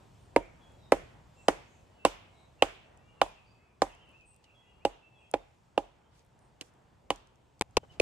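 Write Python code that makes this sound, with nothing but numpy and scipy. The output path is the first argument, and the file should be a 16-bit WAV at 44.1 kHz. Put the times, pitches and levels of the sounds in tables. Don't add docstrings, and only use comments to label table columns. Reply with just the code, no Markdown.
import sys
import numpy as np
from scipy import signal
from scipy.fft import rfft, irfft, next_fast_len
from scipy.io import wavfile
from scipy.ndimage import uniform_filter1d, map_coordinates

SR = 44100
rng = np.random.default_rng(int(sys.argv[2]) if len(sys.argv) > 2 else 0)


def invert_db(x):
    u = np.asarray(x, float) / 20
    return 10 ** u


def unload_wav(signal):
    wavfile.write(
        sys.argv[1],
        SR,
        np.round(np.clip(np.atleast_2d(signal).T, -1, 1) * 32767).astype(np.int16),
    )


N = 353240
BLOW = SR // 2
TURN_S = 7.6


def unit(x):
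    return x / np.sqrt(np.mean(x ** 2) + 1e-20)


def along(points, hz):
    f, v = np.transpose(points)
    return np.interp(np.log(hz + 1), np.log(f + 1), v)


def curves(rows):
    s, *cols = np.transpose(rows)
    return [np.interp(np.arange(N) / SR, s, c) for c in cols]


def wobble(rate_hz, count):
    knots = rng.standard_normal(int(count * 40 / SR) + 500)
    return map_coordinates(knots, [np.arange(count) * rate_hz / SR])


def filtered(x, response):
    m = next_fast_len(x.shape[-1] + 2048)
    return irfft(rfft(x, m) * response(np.fft.rfftfreq(m, 1 / SR)), m)[..., :x.shape[-1]]


def resonance(centre_hz, width_hz):
    return lambda hz: 1j * hz * width_hz / (centre_hz ** 2 - hz ** 2 + 1j * hz * width_hz)


def ring(t, hz, t60, attack, phase=0):
    return np.sin(2 * np.pi * hz * t + phase) * invert_db(-60 * t / t60) * (1 - np.exp(-t / attack))


# start_s, drop_db, fade_t60_s
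SCENE_CHANGES = [
    (7.6131, -38, .03),
    (7.6221, -19, .03),
    (7.781, 0, .019),
]


def add(track, s, sound, pan_db, lag=0):
    at = round(s * SR)
    left, right = sound * np.ones((2, 1)) * invert_db([[pan_db / 2], [-pan_db / 2]])
    chop = 1
    cuts = [row for row in SCENE_CHANGES if 0 < row[0] - s < .016]
    if cuts:
        cut, drop_db, t60 = cuts[0]
        past = s - cut + np.arange(len(left)) / SR
        chop = invert_db(np.clip(past / .0002, 0, 1) * (drop_db - 60 * past / t60))
    track[0, at + lag:][:len(left)] += left * chop
    track[1, at:][:len(right)] += right * chop


# start_s, level_db
BREEZE = [(0.0, -60.5), (0.56, -60), (1.89, -62), (2.0, -62.5), (3.08, -65), (3.23, -64.5), (3.68, -69),
          (4.03, -66), (4.14, -66.5), (4.39, -67.5), (4.99, -68), (6.64, -67.5), (7.64, -67.5), (8.0, -62)]
# pitch_hz, level_db
RUMBLE = [(12, -46), (20, -20.5), (59, 0.5), (86, 0), (130, 0), (195, -8), (400, -30), (770, -120)]
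LEAVES = [(120, -39), (200, -2), (500, -2), (894, -1.5), (1100, -7), (3500, -22), (4550, -53), (7700, -120)]
HISS = [(1470, -30.5), (2500, -2.5), (4300, -5), (6200, -7), (7680, -6), (10200, -17), (15500, -23),
        (16300, -30)]
# pitch_hz, correlation (0 to 1)
ALIKE = [(30, 0.95), (200, .7), (800, 0.17), (3000, 0.61), (12000, 0.74)]


def rush(spectrum, patchy_db):
    z = signal.stft(rng.standard_normal((2, N)), nperseg=512)[2]
    field = uniform_filter1d(rng.standard_normal(z.shape[1:]), size=6, axis=0)
    field = uniform_filter1d(field, size=14, axis=1)
    pair = signal.istft(z * invert_db(patchy_db * unit(field)), nperseg=512)[1][:, :N]

    def mid_and_side(hz):
        turn = np.arccos(np.clip(along(ALIKE, hz), -1, 1)) / 2
        return invert_db(along(spectrum, hz)) * [np.cos(turn), np.sin(turn)]

    mid, side = filtered(pair, mid_and_side)
    return np.array([mid + side, mid - side]) / np.std(mid)


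def woods():
    breeze_db, = curves(BREEZE)
    gust_db = breeze_db - breeze_db.mean()
    rumble_db = -65.5 + 0.94 * gust_db + 1.5 * wobble(6, count=N)
    leaves_db = -68 + 0.7 * gust_db + 1.5 * wobble(9.5, count=N)
    hiss_db = -79.5 + 0.81 * gust_db + 0.68 * wobble(5.6, count=N)
    rumble = invert_db(rumble_db) * rush(RUMBLE, patchy_db=0.5)
    leaves = invert_db(leaves_db) * rush(LEAVES, patchy_db=-1.3)
    return rumble + leaves + invert_db(hiss_db) * rush(HISS, patchy_db=1)


# pitch_hz, t60_s
TREES = [(100, 0.79), (500, 0.32), (1200, 0.53), (3000, 0.72), (8000, 0.28), (15000, .35)]
# pitch_hz, level_db
TREES_DB = [(100, -35.5), (300, -22), (650, -20.5), (1200, -22), (3000, -24.5), (8000, -15), (15000, -15.5)]


def scatter(sound, keep=BLOW):
    hz, t, z = signal.stft(rng.standard_normal((2, BLOW)), SR, nperseg=256)
    t60 = along(TREES, hz)[:, None]
    early = invert_db(7.0 - 60 * t / 0.066)
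    patches = uniform_filter1d(rng.standard_normal(z.shape[1:]), size=7, axis=0)
    patches = uniform_filter1d(patches, size=16, axis=1)
    strength = invert_db(along(TREES_DB, hz)[:, None] + 1.2 * unit(patches))
    tail = signal.istft(z * strength * (invert_db(-60 * t / t60) + early), SR, nperseg=256)[1]
    onset = 1 - np.exp(-np.arange(tail.shape[1]) / SR / 0.002)
    return signal.fftconvolve(sound[None], tail * onset / 40, axes=1)[:, :keep]


# start_s, length_s, start_pitch_hz, end_pitch_hz, level_db
SLURS = [(2.2, 0.31, 2120, 2250, -78.5), (2.937, 0.13, 2450, 2820, -77), (3.04, .13, 2770, 2910, -72.5),
         (5.14, .09, 3420, 3260, -74), (3.164, 0.18, 2830, 2310, -65.5), (3.58, 0.11, 2030, 2380, -80),
         (3.67, 0.1, 2340, 2478, -81), (3.898, 0.066, 2500, 2706, -65.5), (3.889, 0.026, 2980, 2580, -63.5),
         (4.004, 0.057, 3124, 3024, -67), (4.065, 0.027, 3097, 2754, -72.5), (4.077, 0.04, 2615, 2705, -64),
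         (4.121, 0.065, 2427, 2800, -62.5), (4.178, 0.0577, 2780, 2480, -62),
         (4.216, 0.052, 2544, 2530, -66), (4.294, 0.06, 2740, 2733, -79), (4.442, 0.018, 3080, 2780, -70),
         (4.574, 0.18, 2010, 1970, -82.5), (4.804, 0.044, 2287, 2780, -69.5), (4.9, 0.057, 2945, 2780, -68)]
# start_s, length_s, pitch_hz, level_db
HELD = [(.18, 0.098, 8860, -85), (6.4, 0.094, 8300, -76), (6.48, 0.088, 8420, -96),
        (1.42, 0.044, 2605, -75), (4.04, 0.1, 3075, -76), (6.03, .07, 3140, -82), (.6, 0.12, 3325, -70.5),
        (.775, .14, 3875, -74), (.39, 0.077, 2330, -67.5), (.38, 0.099, 2150, -68.5),
        (2.7, 0.25, 2670, -77), (.81, 0.11, 3720, -74), (1.366, 0.073, 2675, -64.5),
        (1.55, 0.22, 2550, -76), (1.71, 0.14, 2550, -79.5), (1.85, 0.083, 1905, -79.5),
        (1.9, 0.35, 2904, -72), (1.98, 0.11, 2650, -64), (2.586, 0.036, 2717, -64), (2.89, 0.14, 1900, -76),
        (3, 0.16, 2342, -80), (3.42, 0.35, 2570, -76), (5.37, 0.076, 3620, -78.5),
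        (3.335, .08, 2710, -68.5), (3.37, 0.058, 2550, -68.5), (3.923, 0.024, 3100, -65.5),
        (4.54, 0.096, 3327, -67), (4.58, 0.25, 3260, -81), (4.7, .15, 2820, -77.5), (4.67, .065, 2825, -69),
        (5.01, 0.082, 2670, -65.5), (5.07, 0.21, 2633, -72.5), (5.2, 0.1, 2500, -73.5),
        (5.21, 0.12, 3250, -75), (7.8, .058, 3030, -78), (7.894, 0.029, 2950, -63),
        (7.92, 0.017, 2770, -68)]
# start_s, length_s, pitch_hz, level_db
CHATTER = [(.393, 0.13, 2290, -67), (.787, 0.075, 3910, -79), (2.33, 0.16, 3860, -73.5),
           (3.38, 0.12, 2570, -73), (3.447, 0.083, 4640, -76), (3.876, 0.36, 2827, -70),
           (4.25, 0.28, 2620, -82), (4.455, .11, 2645, -68.5), (4.58, 0.19, 2630, -75),
           (4.883, 0.16, 2750, -88), (5.17, 0.13, 2620, -69.5)]
# start_s, length_s, pitch_hz, level_db
SEEPS = [(1.34, 0.15, 7300, -75.5), (1.39, .1, 8000, -79.5), (1.62, 0.22, 6560, -82),
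         (1.6, 0.22, 7300, -81.5), (2.36, .08, 8050, -85.5), (4.249, 0.094, 8170, -69.5),
         (4.67, 0.098, 7756, -86.5), (5.17, .08, 8040, -88), (6.39, 0.1, 8430, -84.5)]


def birds():
    track, count = np.zeros((2, N + SR)), 13000
    calls = [(*row, 30, False) for row in SLURS]
    voices = [(HELD, 0.019, 34), (CHATTER, 0.027, 130.6), (SEEPS, 0.06, 170)]
    for rows, drop, blur_hz in voices:
        for s, length, hz, db in rows:
            calls.append((s, length, hz * (1 + drop), hz, db, blur_hz, True))
    for s, length, start_hz, end_hz, db, blur_hz, settles in calls:
        u = np.clip(np.arange(count) / SR / length, 0, 1)
        left_to_glide = np.exp(-u / 0.14) if settles else 1 - u
        glide_hz = end_hz + (start_hz - end_hz) * left_to_glide + blur_hz * wobble(420, count)
        shape = np.sin(np.pi * u) ** 0.72 * (u < 1) * invert_db(1.1 * wobble(81, count))
        whistle = invert_db(db + 3.0) * shape * np.sin(2 * np.pi * np.cumsum(glide_hz) / SR)
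        add(track, s, whistle, rng.normal(0, 2), lag=int(rng.integers(0, 6)))
    return track[:, :N] + invert_db(18) * scatter(track.mean(axis=0), keep=N)


# start_s, trees_db, thump_db, standing_ring_db, splinter_brightness_db
CARRY = [(.36, -1.5, 3, 1.5, 8), (.92, 1.7, 0.5, -0.2, 4), (1.48, 2, -2.5, 0, 1),
         (2.05, 3.5, -1, -0.7, 6.5), (2.62, 2, 0, -4, 1.5), (3.21, 2, -2, -6, -0.3),
         (3.82, 3, -0.5, -1.8, -6), (4.85, 1, 2.5, -0.1, 0.7), (5.34, -1, 1, 1.2, 3.2),
         (5.78, 1.5, -1.5, -0.5, 4.9), (6.61, -1.5, 0.5, 4, 0), (7.1, -1, 4.5, 1, 3.5),
         (7.61, 1.5, -0.9, -1.4, 1.5), (7.77, -6, -1.5, 0, -2.2), (8, -1, -1.5, 2.5, -2)]


def carry(s):
    at, *cols = np.transpose(CARRY)
    return [c[np.argmin(abs(at - s))] for c in cols]


# start_s (crest), level_db, pitch_hz, length_ms, ring_db
KNOCKS = [(0.3641, -4, 547, 2.03, 2.5), (0.9231, -2.5, 558, 2.16, -1), (1.4856, -2.5, 586, 1.6, -5),
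          (2.0523, -2.5, 660, 1.35, -3.5), (2.6248, -5, 631, 2.3, 1), (3.2173, -5, 791, 1.87, -3),
          (3.8218, -6, 710, 1.32, -1), (4.8533, -9.5, 633.7, 1.74, 4.5), (5.3409, -10.5, 646, 1.72, 2),
          (5.7791, -9, 641, 1.6, 2), (6.6119, -36.5, 419.2, 4.37, -14.5), (7.106, -13, 714, 1.27, -0.5),
          (7.6132, -11.5, 613, 1.6, 7.5), (7.6225, -11, 775, 0.88, 4.5), (7.7713, -9, 497, 2.7, -5),
          (7.833, -46, 543, 3.2, 3.5), (8.0015, -7, 513, 3, -9.5)]
# start_s, pitch_hz
LOG = [(.36, 933), (.92, 799), (3.2, 792), (3.82, 786), (4.85, 818), (5.34, 817), (5.78, 812), (7.1, 800)]
# pitch_hz, level_db, t60_s
BATON = [(352, -3, 0.016), (556, -14, 0.065)]
# pitch_hz, level_db, t60_s
STANDING = [(298.5, -18.5, 0.058), (344, -16.5, .04), (446, -27.5, 0.076), (710, -29.5, 0.051),
            (922, -25, 0.052), (995, -27, .06)]
# delay_s, level_db
ECHOES = [(.00175, -18.5), (.0041, -15), (.0099, -20), (0.018, -20), (.027, -32), (.046, -33)]


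def wood():
    track, t = np.zeros((2, N + SR)), np.arange(BLOW) / SR
    crest_s = .003
    since = t - crest_s
    for s, db, jolt_hz, length_ms, ring_db in KNOCKS:
        turned = s > TURN_S
        trees_db, thump_db, standing_db, bright_db = carry(s)

        length = length_ms / 1000
        swell = np.exp(-((since - 0.63 * (length - .0008)) / (0.5 * length)) ** 2)
        sag = since - 55 * since ** 2
        jolt = swell * np.cos(2 * np.pi * jolt_hz * sag) * (since < .008)
        echoes = 0
        for delay, level in ECHOES:
            echoes = echoes + invert_db(level + rng.normal(0, 1.5)) * np.roll(jolt, round(delay * SR))

        log_hz = np.interp(s, *np.transpose(LOG))
        modes = invert_db(-11.5) * np.cos(2 * np.pi * log_hz * since) * invert_db(-60 * t / 0.07)
        for hz, level, t60 in BATON:
            chance = rng.standard_normal() * invert_db(3)
            modes += invert_db(level + chance) * np.cos(2 * np.pi * hz * since) * invert_db(-60 * t / t60)
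        modes *= 1 - np.exp(-(t / 0.0012) ** 2)

        late = np.maximum(t - .006, 0)
        harder_db = turned * 16.5
        thump = invert_db(-38.5) * ring(late, 41, 0.33, 0.0044) + invert_db(-31) * ring(late, 91, 0.069, 0.0044)
        thump = invert_db(harder_db) * thump + invert_db(-26.0 - harder_db) * ring(t, 190, 0.046, 0.00086)

        sound = invert_db(db) * (invert_db(-1.0) * (jolt + echoes) + invert_db(ring_db - 2.0) * modes)
        sound *= -1 if turned else 1
        radiation = lambda hz: (1 - 1.7 * resonance(270, 170)(hz)) / (1 + (150 / (hz + 1)) ** 2)
        sound = filtered(sound, radiation)
        after = np.maximum(since - .0045, 0)
        standing = sum(invert_db(level) * ring(after, hz, t60, 0.0067) for hz, level, t60 in STANDING)
        sound += invert_db(db + standing_db) * standing
        sound -= invert_db(db + thump_db) * thump
        add(track, s - crest_s, sound, 2.5 if turned else -3.8, lag=3)
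        add(track, s - crest_s, scatter(invert_db(db + 1.5) * jolt[:400]), -1.5)
    return track


# start_s, level_db, pitch_hz, splinter_db, bark_db
CLACKS = [(0.362, -17, 1830, -22, -3), (0.92, -14.5, 1950, -17, 7), (1.4829, -14.5, 2030, -15, 5.5),
          (2.05, -14, 2756, -15, 1), (2.6224, -11.5, 2643, -20, 0), (3.215, -19, 2990, -14, 8.5),
          (3.819, -23, 2057, -8.5, 3), (4.8506, -22.5, 2830, -16, -18), (5.3383, -23.5, 2433, -21.5, -2),
          (5.7774, -26.5, 2850, -17, -2), (6.6109, -35.5, 2910, -7, -32), (7.1035, -20.5, 2964, -16, -3),
          (7.6113, -24.5, 2200, -5, -11), (7.62, -28.5, 2130, -9.5, -11), (7.769, -16.5, 2650, -10.5, -1.5),
          (7.999, -28, 2500, -3, -4.5)]
# pitch_hz, level_db
SPLINTER = [(2060, -27.5), (3500, -4), (4700, -3.5), (6200, -7.5), (7700, -7), (10500, -13.5),
            (14900, -34.5), (16300, -43.5)]
# pitch_hz, level_db
RETURN = [(590, -30), (1000, 0.5), (1810, -6.5), (3550, -10.5), (3900, -18), (7730, -18.5), (14500, -39),
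          (16300, -63.5)]


def steel():
    track, t = np.zeros((2, N + SR)), np.arange(BLOW // 4) / SR
    click = np.zeros(512)
    click[128] = 1
    for s, db, clack_hz, splinter_db, bark_db in CLACKS:
        trees_db, thump_db, standing_db, bright_db = carry(s)

        def clack_colour(hz):
            return resonance(clack_hz, 900)(hz) / (1 + (hz / 4000) ** 4) / (1 + (1200 / (hz + 1)) ** 6)

        def hiss_colour(hz):
            return invert_db(along(SPLINTER, hz) + along([(5500, 0.0042), (7500, bright_db)], hz))

        def bark_colour(hz):
            return resonance(1060, 380)(hz) ** 2

        def return_colour(hz):
            tilt = [(3000, 0.02), (6000, 0.52 * (splinter_db + 19.0))]
            return invert_db(along(RETURN, hz) + along(tilt, hz))

        apart = np.reshape([.5, 1.1, .7], (-1, 1, 1))
        burst = rng.standard_normal((3, 1, len(t))) + apart * rng.standard_normal((3, 2, len(t)))
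        clack = unit(filtered(burst[0], clack_colour))
        hiss = unit(filtered(burst[1], hiss_colour))
        bark = unit(filtered(burst[2], bark_colour))

        clack *= invert_db(-0.5) * (invert_db(-60 * t / 0.0067) + invert_db(-16.0 - 60 * t / 0.047))
        clack *= 1 - np.exp(-t / 0.00066)
        square = np.clip((clack_hz - 2100) / 400, 0, 1)
        clack += square * ring(t, clack_hz, 0.013, 0.0007)
        hiss *= (invert_db(-60 * t / 0.02) + invert_db(-18.0 - 60 * t / 0.031)) * (1 - np.exp(-t / 0.00016))
        bark *= invert_db(-3 - 60 * t / 0.025) * (1 - np.exp(-(t / 0.0031) ** 2))
        direct = clack + invert_db(splinter_db + 2.0) * hiss + invert_db(bark_db) * bark
        add(track, s, invert_db(db + 4.0) * direct, 2 if s > TURN_S else -2.2, lag=3)

        scatter_db = -18 if s > TURN_S else 0.16 * (splinter_db + 16.5)
        smooth = unit(filtered(click, return_colour)) + 0.48 * unit(filtered(click, clack_colour))
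        add(track, s, invert_db(db - 8.0 + scatter_db + trees_db) * scatter(smooth), -1.5)
    return track


# start_s, wood_pitch_hz, wood_level_db, blade_pitch_hz, blade_level_db
NOTES = [(0.3626, 1170, -13, 1744, -15.5), (0.9209, 1142, -6, 2560, -22), (1.483, 1105, -14, 2066, -27),
         (2.0505, 1077, -3.5, 1576, -18.5), (2.6228, 1018, -16.5, 1987, -15), (3.217, 1400, -20, 2090, -24),
         (3.8191, 1055, -7, 1593, -16.5), (4.851, 1537, -30.5, 2226, -34), (5.34, 1820, -24, 3300, -27.5),
         (5.779, 1193, -17.5, 1549, -23.5), (6.6111, 1730, -37, 3300, -45),
         (7.1039, 1030, -15.5, 3250, -22), (7.77, 979, -5.5, 1500, -22), (7.9982, 1134, -25, 2530, -28)]
# start_s, pitch_hz, level_db, pitch_hz, level_db
FURTHER_NOTES = [(.363, 2120, -16.5, 4880, -26.5), (0.9211, 2000, -15, 2750, -21),
                 (1.4835, 2660, -21, 3160, -20), (2.0505, 3980, -20, 1450, -19),
                 (2.623, 3180, -12, 2467, -18.5), (3.2155, 2780, -23, 1470, -15.5),
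                 (3.82, 3160, -31, 2940, -26.5), (4.851, 1600, -27.5, 1400, -35),
                 (5.3381, 1430, -23.5, 2406, -22.5), (5.777, 2090, -32.5, 1405, -29),
                 (7.1042, 1960, -24.5, 1505, -28), (7.6123, 4400, -38, 3900, -24),
                 (7.7695, 810, -17, 4204, -22), (7.9997, 2500, -7.5, 2750, -25)]


def short_notes():
    track, t = np.zeros((2, N + SR)), np.arange(2000) / SR
    for s, wood_hz, wood_db, blade_hz, blade_db in NOTES:
        add(track, s, invert_db(wood_db) * ring(t, wood_hz, .011, .0011), 1.0, lag=3)
        add(track, s, invert_db(blade_db) * ring(t, blade_hz, .009, 0.00017), -2.2, lag=3)
    for s, first_hz, first_db, second_hz, second_db in FURTHER_NOTES:
        pair = invert_db(first_db) * ring(t, first_hz, 0.011, 0.0004)
        pair += invert_db(second_db) * ring(t, second_hz, 0.011, 0.0004)
        add(track, s, pair, -2.1, lag=3)
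    return track


# start_s, level_db, pitch_hz (centre)
TICKS = [(.721, -66, 8950), (2.9746, -60, 7600), (4.0916, -65.5, 8560), (4.116, -66, 9000),
         (4.2105, -68, 4990), (4.3447, -61, 8200), (4.363, -57, 8950), (4.4406, -66, 7300),
         (6.194, -61.5, 5320), (6.2494, -67.5, 10030), (6.2642, -67, 9500), (6.3299, -75.5, 5830),
         (6.391, -61.5, 8260), (6.226, -70, 10500), (3.95, -60, 8000), (6.7387, -62.5, 7700),
         (7.2724, -60.5, 5800), (7.3576, -63.5, 5920), (7.71, -65.5, 7600)]
# start_s, level_db, pitch_hz (centre)
FURTHER_TICKS = [
    (5.3138, -43.5, 8983),
    (7.16, -46.5, 5837),
    (7.595, -55, 5960),
]


def ticks():
    track, t = np.zeros((2, N + SR)), np.arange(400) / SR
    for s, db, centre_hz in list(TICKS) + list(FURTHER_TICKS):
        snap = rng.standard_normal((2, len(t))) * invert_db(-60 * t / 0.0041)
        band = lambda hz: resonance(centre_hz, 5000)(hz) ** 2 / (1 + (hz / 13000) ** 6)
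        add(track, s, invert_db(db + 12) * filtered(snap, band), -1.5)
    return track


# start_s, length_s, level_db, pitch_hz (centre)
RUSTLES = [(4.052, 0.24, -82.5, 5100), (4.424, 0.047, -74, 3004), (6.095, 0.15, -73.5, 2964),
           (6.121, 0.12, -77.5, 8000), (6.608, 0.023, -56, 1800), (6.609, 0.017, -47, 219.8),
           (6.61, .1, -72, 7000), (7.617, 0.033, -68, 2146), (7.828, 0.031, -56.5, 513),
           (4.439, 0.0087, -63.5, 3430), (7.9, 0.071, -68.5, 3160)]


def rustles():
    track, count = np.zeros((2, N + SR)), 9000
    for s, length, db, centre_hz in RUSTLES:
        u = np.clip(np.arange(count) / SR / length, 0, 1)
        grains = rng.standard_normal((2, count)) * invert_db(1.6 * wobble(189, count))
        band = lambda hz: resonance(centre_hz, 1.6 * centre_hz)(hz) ** 2 / (1 + (hz / 11000) ** 6)
        add(track, s, invert_db(db) * np.sin(np.pi * u ** 1.04) * unit(filtered(grains, band)), 0)
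    return track


# start_s, level_db
WOODS_GATE = [(0, 0), (7.597, 0), (7.601, -10), (7.606, -10), (7.62, 0)]


def scene():
    background = (woods() + birds()) * invert_db(curves(WOODS_GATE)[0])
    near = wood() + steel() + short_notes() + ticks() + rustles()
    return near[:, :N] + background


def band_limit(x):
    return signal.sosfilt(signal.butter(12, 16480, fs=SR, output="sos"), x)


# pitch_hz, level_db
MICROPHONE = [(15450, 0), (15650, -12), (16400, -13), (16500, -70)]


def record(dry):
    top, knee = .9, 3
    rounded = dry / (1 + np.abs(dry / top) ** knee) ** (1 / knee)
    mix = filtered(rounded, lambda hz: invert_db(along(MICROPHONE, hz)))
    return band_limit(mix)


dry = scene()
out = record(dry)
unload_wav(out)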